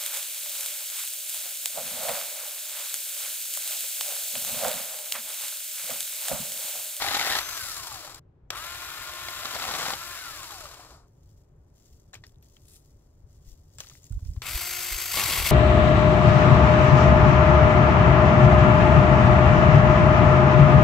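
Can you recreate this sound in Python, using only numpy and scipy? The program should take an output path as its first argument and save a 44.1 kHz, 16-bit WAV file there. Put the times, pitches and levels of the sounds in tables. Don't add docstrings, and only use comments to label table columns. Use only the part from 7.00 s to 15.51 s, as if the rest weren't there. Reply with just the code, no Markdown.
import sys
import numpy as np
from scipy import signal
from scipy.fft import rfft, irfft
from scipy.io import wavfile
from scipy.ndimage import uniform_filter1d

SR = 44100
rng = np.random.default_rng(int(sys.argv[2]) if len(sys.argv) > 2 else 0)


def waveform_to_disk(signal):
    frames = np.transpose(np.atleast_2d(signal))
    scaled = np.clip(frames, -1, 1) * 32767
    samples = np.round(scaled).astype(np.int16)
    wavfile.write(sys.argv[1], SR, samples)


def convert_level_to_amplitude(level_db):
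    exponent = np.asarray(level_db, float) / 20
    return 10 ** exponent


N = 375290
TIME = np.arange(N) / SR
PADDED = N + 510
FREQS = np.fft.rfftfreq(PADDED, 1 / SR)

# likeness [f/Hz, 0-1], balance [f/Hz, level/dB], lead of the left [t/s]
PORTS_FAR = ([(60, .97), (400, .95), (1400, .88), (2500, .65), (5000, .6), (9000, .55), (15000, .5)],
              [(60, 0.0), (150, 0.0), (380, 1.0), (950, 3.5), (2380, 3.5), (5980, 5.5), (15000, 3.5)],
              9.5e-5)
PORTS_NEAR = ([(60, .9), (400, .92), (2500, 0.89), (5000, 0.7), (9000, 0.41), (15000, 0.35)], [(60, -5),
               (150, 6.5), (380, -1.5), (950, 3.5), (2380, 3), (5980, 5.5), (15000, 2)], 1.5e-5)
PORTS_AIR = ([(60, 1), (180, 0.98), (550, 0.32), (1650, 0.14), (4970, 0.094), (15000, 0.1)], [(60, 1.0),
              (240, 0.5), (950, 2.1), (3770, 5.3), (15000, 5.5)], 5e-5)
# [t/s, chips torn out level/dB, sag of the motor f/Hz]
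CUTS = [
    [(0.0, -29, 34.03), (.1, -30, 34), (.15, -28, 34), (.27, -27.5, 34.3), (.285, -36.5, 34.2),
     (.3, -28, 33.7), (.345, -31, 34.15), (0.385, -29, 33.9)],
    [(2.3, -47, 5.9), (2.55, -35, 14.2), (2.66, -32, 55), (2.912, -30, 55), (2.945, -34.5, 54)],
    [(8.125, -54, 4.75), (8.141, -29.5, 19.6), (8.25, -25.5, 33.4), (8.43, -25.5, 28), (8.442, -35.5, 28),
     (8.46, -27.5, 27), (8.51, -27.5, 30)],
]
# [f/Hz, level/dB per Hz]
HISS_FAR = [(2350, -30.5), (4000, 1), (4960, 1.5), (5540, 1), (6000, -2.5), (7270, 1.5), (8550, -4.5),
            (9770, -7), (10800, -5), (12800, -2), (13800, -6.5), (15100, -7)]
WOOD = [(120, -50.5), (200, -13), (458, -13.5), (787, 1), (999, -7), (1920, -1), (2560, -7), (4060, -1),
        (7430, -14), (9000, -41.5), (11700, -50), (19800, -120)]
WOOD_NEAR = [(88, -34.5), (150, -8.5), (301, -13), (382, -10.5), (551, -12), (615, -9), (1090, -4),
             (1460, -14), (2180, -8.5), (3920, -8), (8020, -14.5), (8950, -15.5), (12000, -8.5),
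             (15600, -41), (22000, -120)]
SNAP = [(180, -43), (300, -10), (1750, -5.5), (2250, -7), (2440, -3.5), (4300, -6), (6100, -5.5),
        (6740, -17), (7440, -9), (9240, -25), (12700, -18.5)]
BRIGHT_RUB = [(710, -47), (1200, -17), (1960, -13), (2260, -16), (2480, -7), (2770, -11), (3390, -6),
              (7170, -0.5), (15500, -6.5)]


def chainsaw():
    # [pulled t/s, let go t/s, free-running turns f/Hz, driven orders level/dB, gear mesh level/dB]
    trigger = [
        (-1, .51, 353, -48, -43.5),
        (1.5, 3.105, 354.5, -47, -64),
        (7.415, 9, 356.8, -52, -46),
    ]
    # [t/s, hiss level/dB, housing rattle over hiss level/dB]
    burst_1 = [
        (0.0, -35, 3),
        (0.37, -33, 3.5),
        (0.424, -38, 3),
        (0.67, -35.5, -2.5),
        (1.06, -43, 6.5),
        (1.165, -49.5, 10.5),
        (1.193, -53, 10),
    ]
    burst_2 = [
        (1.51, -60.5, 3),
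        (1.52, -50, 15),
        (1.58, -41.5, 3.5),
        (2.19, -42, 3.8),
        (2.89, -35.5, 2.25),
        (2.97, -40.5, 0.98),
        (3.57, -43, 4.7),
        (3.95, -55.5, 15.8),
        (4.07, -78, 24),
    ]
    burst_3 = [
        (7.425, -42.5, 7.5),
        (7.515, -32.5, -3),
        (8.101, -32, -3.5),
        (8.169, -27.5, -2.5),
        (8.459, -30, -1),
        (8.51, -25, -2),
    ]
    # [multiple of the turns, level/dB]
    orders_far = [(1, -21), (1.75, -16.5), (2, -17), (3, -7.5), (4, -4.5), (5, -10.5), (6, -16.5),
                  (7, -14.5), (36, -16.5)]
    orders_near = [(1, -8.5), (2, -9), (3, -10.5), (4, -5.5), (5, -8), (7, -10), (13, -2), (36, -8.5)]
    # [f/Hz, level/dB per Hz]
    rattle_far = [(180, -62), (300, -13), (353, -16), (521, -17.5), (607, -11), (877, -10.5), (1050, -4.5),
                  (1210, -4.5), (1440, -2), (1570, -6.5), (4000, -7.5), (5200, -40.5), (8800, -120)]
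    rattle_near = [(180, -70), (300, -33), (353, -14), (434, -19.5), (669, -12), (699, -6), (813, -14),
                   (1440, -5), (1700, -9.5), (2110, -0.5), (4000, -7.5), (5200, -40), (8800, -120)]
    hiss_near = [(2350, -38.5), (4000, -10), (4570, 2), (4900, -3.5), (5760, -4.5), (6400, -5),
                 (6940, -7.5), (7530, 1.5), (7930, -1.5), (9490, -8), (12500, 0), (15100, -6)]
    far = rattle_far, HISS_FAR, orders_far, PORTS_FAR
    near = rattle_near, hiss_near, orders_near, PORTS_NEAR
    running = saw(trigger[0], burst_1, *far, steady=1.4, spread_db=4.0, wobble=0.11,
                  surge_db=-58.5, gear_db=-5.5)
    running += saw(trigger[1], burst_2, *far, steady=1.6, spread_db=3.5, wobble=0.09,
                   surge_db=-44.5, gear_db=-12)
    running += saw(trigger[2], burst_3, *near, steady=1.5, spread_db=5.5, wobble=0.22,
                   surge_db=-50, gear_db=-10.5)
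    return running


def saw(trigger, burst, rattle, hiss, orders, pair, steady, spread_db, wobble, surge_db, gear_db):
    turns_hz, driven_db, coast_db, mesh_db = motor(*trigger)
    (hiss_db, rattle_db), on = in_time(burst)
    turns = np.cumsum(turns_hz * (1 + .0012 * drift(30))) / SR
    pace = np.clip(turns_hz / 330, 0, 1)

    cutters_per_turn, turns_per_sprocket = .4, 6.9
    passing = np.diff(np.floor(cutters_per_turn * turns + .12 * drift(60)), prepend=0) > 0
    knocks = dying(passing * convert_level_to_amplitude(spread_db * np.clip(rng.standard_normal(N), -1.5, 1.5)), 0.006)
    knocks /= np.sqrt(uniform_filter1d(knocks ** 2, SR // 8) + 1e-6)
    out_of_true = 1 + wobble * np.cos(2 * np.pi * turns / turns_per_sprocket)
    gate = (steady + knocks * pace ** 0.55) * out_of_true
    gate /= np.sqrt(uniform_filter1d(gate ** 2, SR // 8))
    chain = dulled(noise(hiss, gate, pair), 9000, pace ** 0.38)
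    chain += convert_level_to_amplitude(rattle_db - 3.0) * dulled(noise(rattle, gate, pair), 910, pace ** 0.97)

    levels = [(5, coast_db), (7, coast_db - 7), (18, mesh_db)]
    levels += [(k, driven_db + db + 1) for k, db in orders]
    phase = rng.random(40)
    whine = np.zeros(N)
    for k, db in levels:
        whine += convert_level_to_amplitude(db + 3.5 + 2.5 * drift(25)) * np.sin(2 * np.pi * (k * turns + phase[int(k)]))

    since = np.maximum(TIME - trigger[0], 0)
    housing_hz, housing_width_hz, surge_db_per_s = 1250, 380, 60
    for k in (4, 5, 6, 7):
        flare_db = surge_db - surge_db_per_s * since - 30 * np.exp(-since / .012) + 2.5 * drift(60)
        flare_db -= 9 * ((k * turns_hz - housing_hz) / housing_width_hz) ** 2
        whine += convert_level_to_amplitude(flare_db) * np.sin(2 * np.pi * (k * turns + phase[k]))

    gear_order, gear_width_hz = 36.5, 1000
    low = signal.butter(2, gear_width_hz, fs=SR, output="sos")
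    rough = rms_one(signal.sosfilt(low, rng.standard_normal((2, N))))
    gears = rough * convert_level_to_amplitude(gear_db) * pace ** 2 * gate * np.sin(2 * np.pi * gear_order * turns)
    chain += ports(*rfft(gears, PADDED), *pair)
    return on * convert_level_to_amplitude(hiss_db) * chain + from_point(whine * on, (*pair[:2], 2e-5))


def motor(pulled, let_go, free_hz, driven_db, mesh_db):
    spin_up_gap_hz, spin_up_s = 260, .055
    sag = sum(on * hz for (_, hz), on in map(in_time, CUTS))
    r = np.exp(-1 / (spin_up_s * SR))
    sag = signal.lfilter([1 - r], [1, -r], sag, zi=[r * CUTS[0][0][-1]])[0]
    driven = free_hz - sag - spin_up_gap_hz * np.exp(-np.maximum(TIME - pulled, 0) / spin_up_s)

    friction_hz_per_s, drag_per_s, let_go_s = 285, .7, .02
    rest = friction_hz_per_s / drag_per_s
    after = np.maximum(TIME - let_go, 0)
    after -= let_go_s * (1 - np.exp(-after / let_go_s))
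    last = np.interp(let_go, TIME, driven)
    slowing = np.maximum((last + rest) * np.exp(-drag_per_s * after) - rest, 10)
    hz = np.where(after > 0, slowing, driven)

    coast = -47.5 + 22 * np.log10(hz / 300) - np.maximum(112 - hz, 0)
    coast -= 60 * (after <= 0) + 18 * np.clip(1 - after / .08, 0, 1)
    driven_level = driven_db - 0.06 * (free_hz - driven) - 200 * after
    return hz, driven_level, coast, mesh_db - 0.27 * (free_hz - hz)


def bites():
    # [t/s, peak level/dB, ring f/Hz]
    far = [(0.021, -15, 805), (.0225, -17.5, 4100), (0.063, -17.5, 820), (0.085, -16, 2040),
           (.045, -20, 790), (.075, -21, 790), (.108, -20, 4040), (0.113, -18, 810), (.136, -21.5, 4100),
           (.144, -19.5, 1930), (0.147, -16, 780), (.151, -18, 1290), (0.168, -15.5, 826),
           (0.195, -16, 2210), (.205, -17.5, 900), (0.212, -15.5, 2030), (.226, -18.5, 1710),
           (0.265, -16.5, 1930), (.272, -15, 737), (.301, -19, 3820), (.333, -18, 1800),
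           (0.295, -19.5, 2030), (0.308, -18, 1920), (.316, -19.5, 1750), (0.323, -14.5, 1880),
           (0.353, -11, 1740), (0.366, -18, 724), (0.387, -12.5, 4210), (2.285, -21, 2160),
           (2.374, -31.5, 1410), (2.433, -26, 1393), (2.454, -18.5, 1156), (2.51, -28.5, 1250),
           (2.563, -22, 705), (2.621, -19.5, 1400), (2.688, -19.5, 1070), (2.798, -22.5, 1100),
           (2.863, -19, 784), (2.537, -24.5, 1010), (2.553, -21, 635), (2.598, -21.5, 920),
           (2.639, -20.5, 1100), (2.678, -20, 1283), (2.711, -19, 867), (2.738, -19.5, 770),
           (2.75, -19, 1150), (2.782, -29, 2100), (2.828, -21, 1150), (2.854, -17.5, 1384),
           (2.904, -16.5, 1082), (2.935, -18.5, 806)]
    near = [(8.112, -30, 4530), (8.142, -21.5, 2390), (8.172, -14, 1129), (8.196, -12.5, 1110),
            (8.227, -15, 1129), (8.308, -15.5, 3413), (8.335, -13.5, 2000), (8.377, -15, 2215),
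            (8.4, -14, 2670), (8.425, -15.5, 2800), (8.464, -16, 2160)]
    cutting = cracks(far, WOOD, PORTS_FAR, tau_s=0.0035, ring_s=0.0053,
                     noise_db=-11.0, ring_db=-9.5, tail_db=-19.5, tick_db=-4.5)
    return cutting + cracks(near, WOOD_NEAR, PORTS_NEAR, tau_s=0.0014, ring_s=0.0083,
                            noise_db=-8, ring_db=-14.0, tail_db=-24.0, tick_db=-9.5)


def rasp():
    # [f/Hz, width f/Hz, level/dB]
    modes = [
        [(800, 39, -2.5), (1280, 60, -7.5), (1880, 70, -4), (2030, 50, -0.5)],
        [(764, 69, -1.5), (1150, 52, -1), (1400, 60, -2.5), (2100, 88, -3)],
        [(1120, 38, -0.5), (2180, 90, -3), (2750, 91, -5), (3293, 100, -5)],
    ]
    # [f/Hz, level/dB per Hz]
    wood_thick = [(71, -39.5), (120, -10), (388, -13.5), (433, -11.5), (500, -4.5), (1170, -3),
                  (2320, -8.5), (7510, -11.5), (9000, -22.5), (11700, -51), (19800, -120)]
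    chips = grainy(600, clump_db=2.5, size_db=3.0, tau_s=.002, smooth=1.2)
    first, second, near = [chips * on * convert_level_to_amplitude(db) for (db, _), on in map(in_time, CUTS)]
    torn = noise(WOOD, first, PORTS_FAR)
    torn += noise(wood_thick, second, PORTS_FAR)
    torn += noise(WOOD_NEAR, near, PORTS_NEAR)
    ringing = convert_level_to_amplitude(-11.5) * noise(resonant(modes[0]), first, PORTS_FAR)
    ringing += convert_level_to_amplitude(-12.5) * noise(resonant(modes[1]), second, PORTS_FAR)
    ringing += convert_level_to_amplitude(-13.5) * noise(resonant(modes[2]), near, PORTS_NEAR)
    return ringing + convert_level_to_amplitude(-6.0) * torn


def loose_chain():
    # [t/s, peak level/dB, ring f/Hz]
    starts = [
        (1.504, -24.5, 2360),
        (7.419, -32, 2930),
    ]
    links = [(0.5554, -36, 6000), (0.5754, -30, 5800), (0.717, -27, 5350), (0.7795, -29, 9030),
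             (0.8774, -32, 8650), (0.9244, -31, 7450), (1.1059, -45, 4350), (1.1448, -35, 7620),
             (1.157, -40, 4630)]
    slaps = [(3.43, -35, 1238), (3.555, -38, 1096), (3.61, -35, 1296), (3.795, -40, 727), (.645, -36, 1101),
             (.918, -30, 1180), (1.075, -34.5, 812), (1.53, -32, 1291), (3.505, -32, 1111),
             (3.655, -32, 1162), (7.45, -33, 2596), (7.468, -32, 2600), (7.485, -28, 2630),
             (7.53, -36, 2492)]
    sound = cracks(starts, SNAP, PORTS_FAR, tau_s=.0025, ring_s=.002,
                   noise_db=1, ring_db=-3, tail_db=-21, tick_db=-6)
    sound += cracks(links, HISS_FAR, PORTS_FAR, tau_s=.003, ring_s=0.0036,
                    noise_db=-6, ring_db=-3, tail_db=-34, tick_db=-30)
    return sound + cracks(slaps, WOOD, PORTS_FAR, tau_s=0.0054, ring_s=0.006,
                          noise_db=-15.0, ring_db=-3, tail_db=-18.5, tick_db=-20)


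def twigs():
    # [t/s, peak level/dB, ring f/Hz]
    snaps = [(5.132, -45, 7000), (5.1358, -36, 1760), (5.1425, -36.5, 7160), (5.1524, -41, 2420),
             (5.2378, -37.5, 1880), (5.4258, -53, 12300), (5.5673, -50.5, 3170), (6.4577, -67, 5510),
             (6.785, -36.5, 7600), (6.804, -30.5, 6150), (6.8363, -48, 2850), (6.8447, -46, 1260),
             (6.8703, -44.5, 4350), (6.8982, -41, 6200), (6.914, -49, 1240), (6.9523, -51.5, 2040),
             (7.1235, -52, 1460), (7.1907, -54.5, 1080), (7.2504, -52, 5550), (7.3632, -48.5, 1068)]
    ticks = [(4.999, -56, 6130), (5.0194, -60, 6380), (5.267, -43, 5250), (5.2944, -58, 3460),
             (5.3444, -64, 3690), (5.3582, -60, 3790), (5.3847, -62, 6220), (5.4455, -55, 7250),
             (6.7486, -53, 7490), (6.887, -40, 6220), (6.9745, -54, 8870), (7.0214, -56, 7230),
             (7.0324, -52, 7080), (7.0424, -42, 6540), (7.0554, -46, 7350), (7.0768, -55, 7450),
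             (7.097, -50, 7280), (7.1235, -44, 8020), (7.304, -53, 7660), (7.3357, -49, 5160)]
    thin = [event for event in snaps if event[2] > 2000]
    thick = [event for event in snaps if event[2] <= 2000]
    sound = cracks(thin, SNAP, PORTS_FAR, tau_s=0.0021, ring_s=0.0013,
                   noise_db=-7.5, ring_db=6, tail_db=-11.5, tick_db=-7)
    sound += cracks(thick, WOOD, PORTS_FAR, tau_s=0.0035, ring_s=0.0032,
                    noise_db=-10.5, ring_db=-2.5, tail_db=-10, tick_db=-12)
    return sound + cracks(ticks, BRIGHT_RUB, PORTS_FAR, tau_s=0.00096, ring_s=0.0011,
                          noise_db=-8.5, ring_db=3.5, tail_db=-28, tick_db=-30)


def rustle():
    # [loudest t/s, level/dB, swell t/s, fade t/s]
    movements = [(4.08, -74.5, .1, .3), (4.4, -78, 0.087, .06), (4.28, -71, 0.18, 0.3),
                 (4.8, -71.5, 0.11, 0.62), (4.94, -67.5, 0.38, 0.11), (5.255, -64, 0.035, 0.11),
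                 (5.43, -66.5, 0.017, 1), (6.0, -79, .6, 0.23), (6.33, -78.5, 0.061, 0.34),
                 (6.46, -65, 0.015, .3), (6.52, -62, 0.17, 0.037), (6.74, -65, 0.11, 0.066),
                 (6.805, -41, 0.024, 0.024), (6.83, -55.5, .02, 0.35), (7.05, -63.5, 0.15, 0.35),
                 (7.3, -64, 0.28, 0.58)]
    sweeps = [
        (5.68, -62, 0.062, 0.12),
        (5.75, -54, 0.11, 0.08),
    ]
    # [f/Hz, level/dB per Hz]
    cloth = [(1180, -37), (2000, -7), (2280, -15), (2490, -12), (2760, -7.5), (3400, -4), (4150, -4),
             (4770, 0), (7190, 2.5), (8850, -8), (11300, -8.5), (15200, -3.5)]
    # [start t/s, end t/s]
    span = (4.75, 7.42)
    moving = swells(movements) + convert_level_to_amplitude(-85.5) * (np.digitize(TIME, span) == 1)
    moving *= TIME < span[1]
    grains = grainy(400, clump_db=3.5, size_db=2.0, tau_s=0.0011, smooth=1.23)
    return noise(cloth, moving * grains, PORTS_FAR) + noise(BRIGHT_RUB, swells(sweeps) * grains, PORTS_FAR)


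def wind():
    # [t/s, level/dB]
    strength = [
        (0.0, -53),
        (1.32, -56),
        (1.73, -55),
        (2.13, -59.5),
        (2.65, -54.5),
        (7.09, -55.5),
        (7.27, -41.5),
        (7.7, -53.5),
        (7.99, -53),
        (8.51, -36),
    ]
    # [f/Hz, level/dB per Hz]
    gust = [(12, -33), (20, -5.5), (43, -5), (70, -1.5), (157, -9), (220, -38), (250, -20.5), (320, -53),
            (550, -120)]
    # [t/s, peak level/dB, f/Hz, left over right level/dB]
    buffets = [(0.298, -42, 68.4, 2.5), (6.233, -42, 59.5, 8), (6.463, -40, 38.9, 5), (6.511, -41, 37.6, 8),
               (7.104, -25.5, 88.6, -6), (7.119, -29.5, 55.7, -13), (7.141, -25.5, 52.6, 2),
               (7.163, -28, 65.6, -16), (7.22, -28, 72, -3), (7.254, -32, 80.5, -13), (7.279, -25, 51, -7),
               (7.367, -23, 73.96, 4.5), (7.541, -23.5, 46.7, -2), (7.309, -30, 60.7, -3),
               (7.91, -32, 40, -6), (7.939, -31, 43.38, 4), (8.25, -32, 82, -7), (8.375, -27, 59.2, 6),
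               (8.397, -25, 58.2, 6), (8.429, -28, 60.6, 5)]
    (db,), _ = in_time(strength)
    thumps, t = np.zeros((2, N + 8000)), np.arange(8000) / SR
    for s, peak_db, hz, pan_db in buffets:
        at = round(s * SR)
        hump = np.exp(-((t * hz - .8) / .5) ** 2)
        wave = np.sin(2 * np.pi * hz * t + 0.1 * np.sin(4 * np.pi * hz * t))
        sides = convert_level_to_amplitude([[peak_db + pan_db / 2], [peak_db - pan_db / 2]])
        thumps[:, at:at + len(t)] += sides * (hump * wave)
    return convert_level_to_amplitude(db) * noise(gust, rms_one(convert_level_to_amplitude(3.0 * drift(13))), PORTS_AIR) + thumps[:, :N]


def hum():
    # [f/Hz, level/dB per Hz]
    traffic = [(88, -31.5), (150, -17.5), (346, -18.5), (395, -16), (492, -24), (579, -21), (660, -26),
               (1190, -33.5), (5000, -58.5), (8000, -64), (11000, -120)]
    thrum = swells([(2.8, -51, 0.21, 0.23)])
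    return noise(traffic, convert_level_to_amplitude(-66.5) + thrum, PORTS_AIR)


def cracks(events, spectrum, pair, tau_s, ring_s, noise_db, ring_db, tail_db, tick_db):
    clicks, rings, t = np.zeros(N), np.zeros(N + 4000), np.arange(4000) / SR
    tick = np.exp(-t / .0004) * np.sin(2 * np.pi * 3500 * t)
    for s, db, hz in events:
        at = round(s * SR)
        clicks[at] = convert_level_to_amplitude(db + noise_db)
        ring = np.exp(-t / ring_s) * np.sin(2 * np.pi * hz * t)
        rings[at:at + len(t)] += convert_level_to_amplitude(db + ring_db) * ring + convert_level_to_amplitude(db + tick_db) * tick
    puffs = dying(clicks, tau_s) + convert_level_to_amplitude(tail_db) * dying(clicks, 0.017)
    return noise(spectrum, puffs, pair) + from_point(rings[:N], pair)


def noise(spectrum, gate, pair):
    white = rfft(rng.standard_normal((2, N)) * gate, PADDED)
    colour = rms_one(convert_level_to_amplitude(at_hz(spectrum)))
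    return ports(*(white * colour), *pair)


def from_point(sound, pair):
    heard = rfft(sound, PADDED)
    return ports(heard, 0 * heard, *pair)


def ports(mid, side, likeness, balance, lead_s):
    alike = np.clip(at_hz(likeness), 0, 1)
    tilt = convert_level_to_amplitude(at_hz(balance) / 2) * np.exp(1j * np.pi * lead_s * FREQS)
    mid, side = np.sqrt(1 + alike) * mid, np.sqrt(1 - alike) * side
    return irfft([(mid + side) * tilt, (mid - side) / tilt])[:, :N] / np.sqrt(2)


def grainy(per_s, clump_db, size_db, tau_s, smooth):
    struck = rng.random(N) < per_s * convert_level_to_amplitude(clump_db * drift(20)) / SR
    sizes = convert_level_to_amplitude(size_db * np.minimum(rng.exponential(1, N), 4))
    return rms_one(smooth + dying(struck * sizes, tau_s))


def dying(clicks, tau_s):
    fall, rise = np.exp(-1 / (tau_s * SR)), np.exp(-8 / (tau_s * SR))
    both = np.convolve([1, -fall], [1, -rise])
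    return signal.lfilter([1.35 * (1 - rise)], both, clicks + 1e-18)


def drift(rate):
    knots = rng.standard_normal(int(N / SR * 400))
    r = np.exp(-2 * np.pi * rate / 400)
    slow = rms_one(signal.lfilter([1], [1, -2 * r, r * r], knots))
    return np.interp(TIME * 400, np.arange(len(slow)), slow)


def swells(rows):
    return sum(convert_level_to_amplitude(db - 20 * np.maximum((s - TIME) / rise, (TIME - s) / fall)) for s, db, rise, fall in rows)


def in_time(rows):
    s, *columns = np.transpose(rows)
    on = np.interp(TIME, [s[0] - .004, s[0], s[-1], s[-1] + .004], [0, 1, 1, 0])
    return [np.interp(TIME, s, c) for c in columns], on


def at_hz(points):
    hz, value = np.transpose(points)
    return np.interp(np.log(FREQS + 1), np.log(hz), value)


def resonant(modes):
    hz = np.geomspace(300, 6000, num=600)
    power = sum(convert_level_to_amplitude(db) ** 2 / (1 + (2 * (hz - f) / width) ** 2) ** 2 for f, width, db in modes)
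    return np.transpose([hz, 10 * np.log10(power + 1e-12)])


def dulled(x, cut_hz, share):
    low = signal.sosfiltfilt(signal.butter(2, cut_hz, fs=SR, output="sos"), x)
    return low + share * (x - low)


def rms_one(x):
    return x / np.sqrt(np.mean(x ** 2) + 1e-20)


def scene():
    sawing = chainsaw() + bites() + rasp() + loose_chain()
    return sawing + twigs() + rustle() + wind() + hum()


def roll_off(x):
    return signal.sosfilt(signal.butter(12, 16340, fs=SR, output="sos"), x)


def record(dry):
    passed = np.interp(np.fft.rfftfreq(N, 1 / SR), [15650, 15850], [1, 0])
    mix = irfft(rfft(dry) * passed)
    return roll_off(mix)


dry = scene()
out = record(dry)
waveform_to_disk(out)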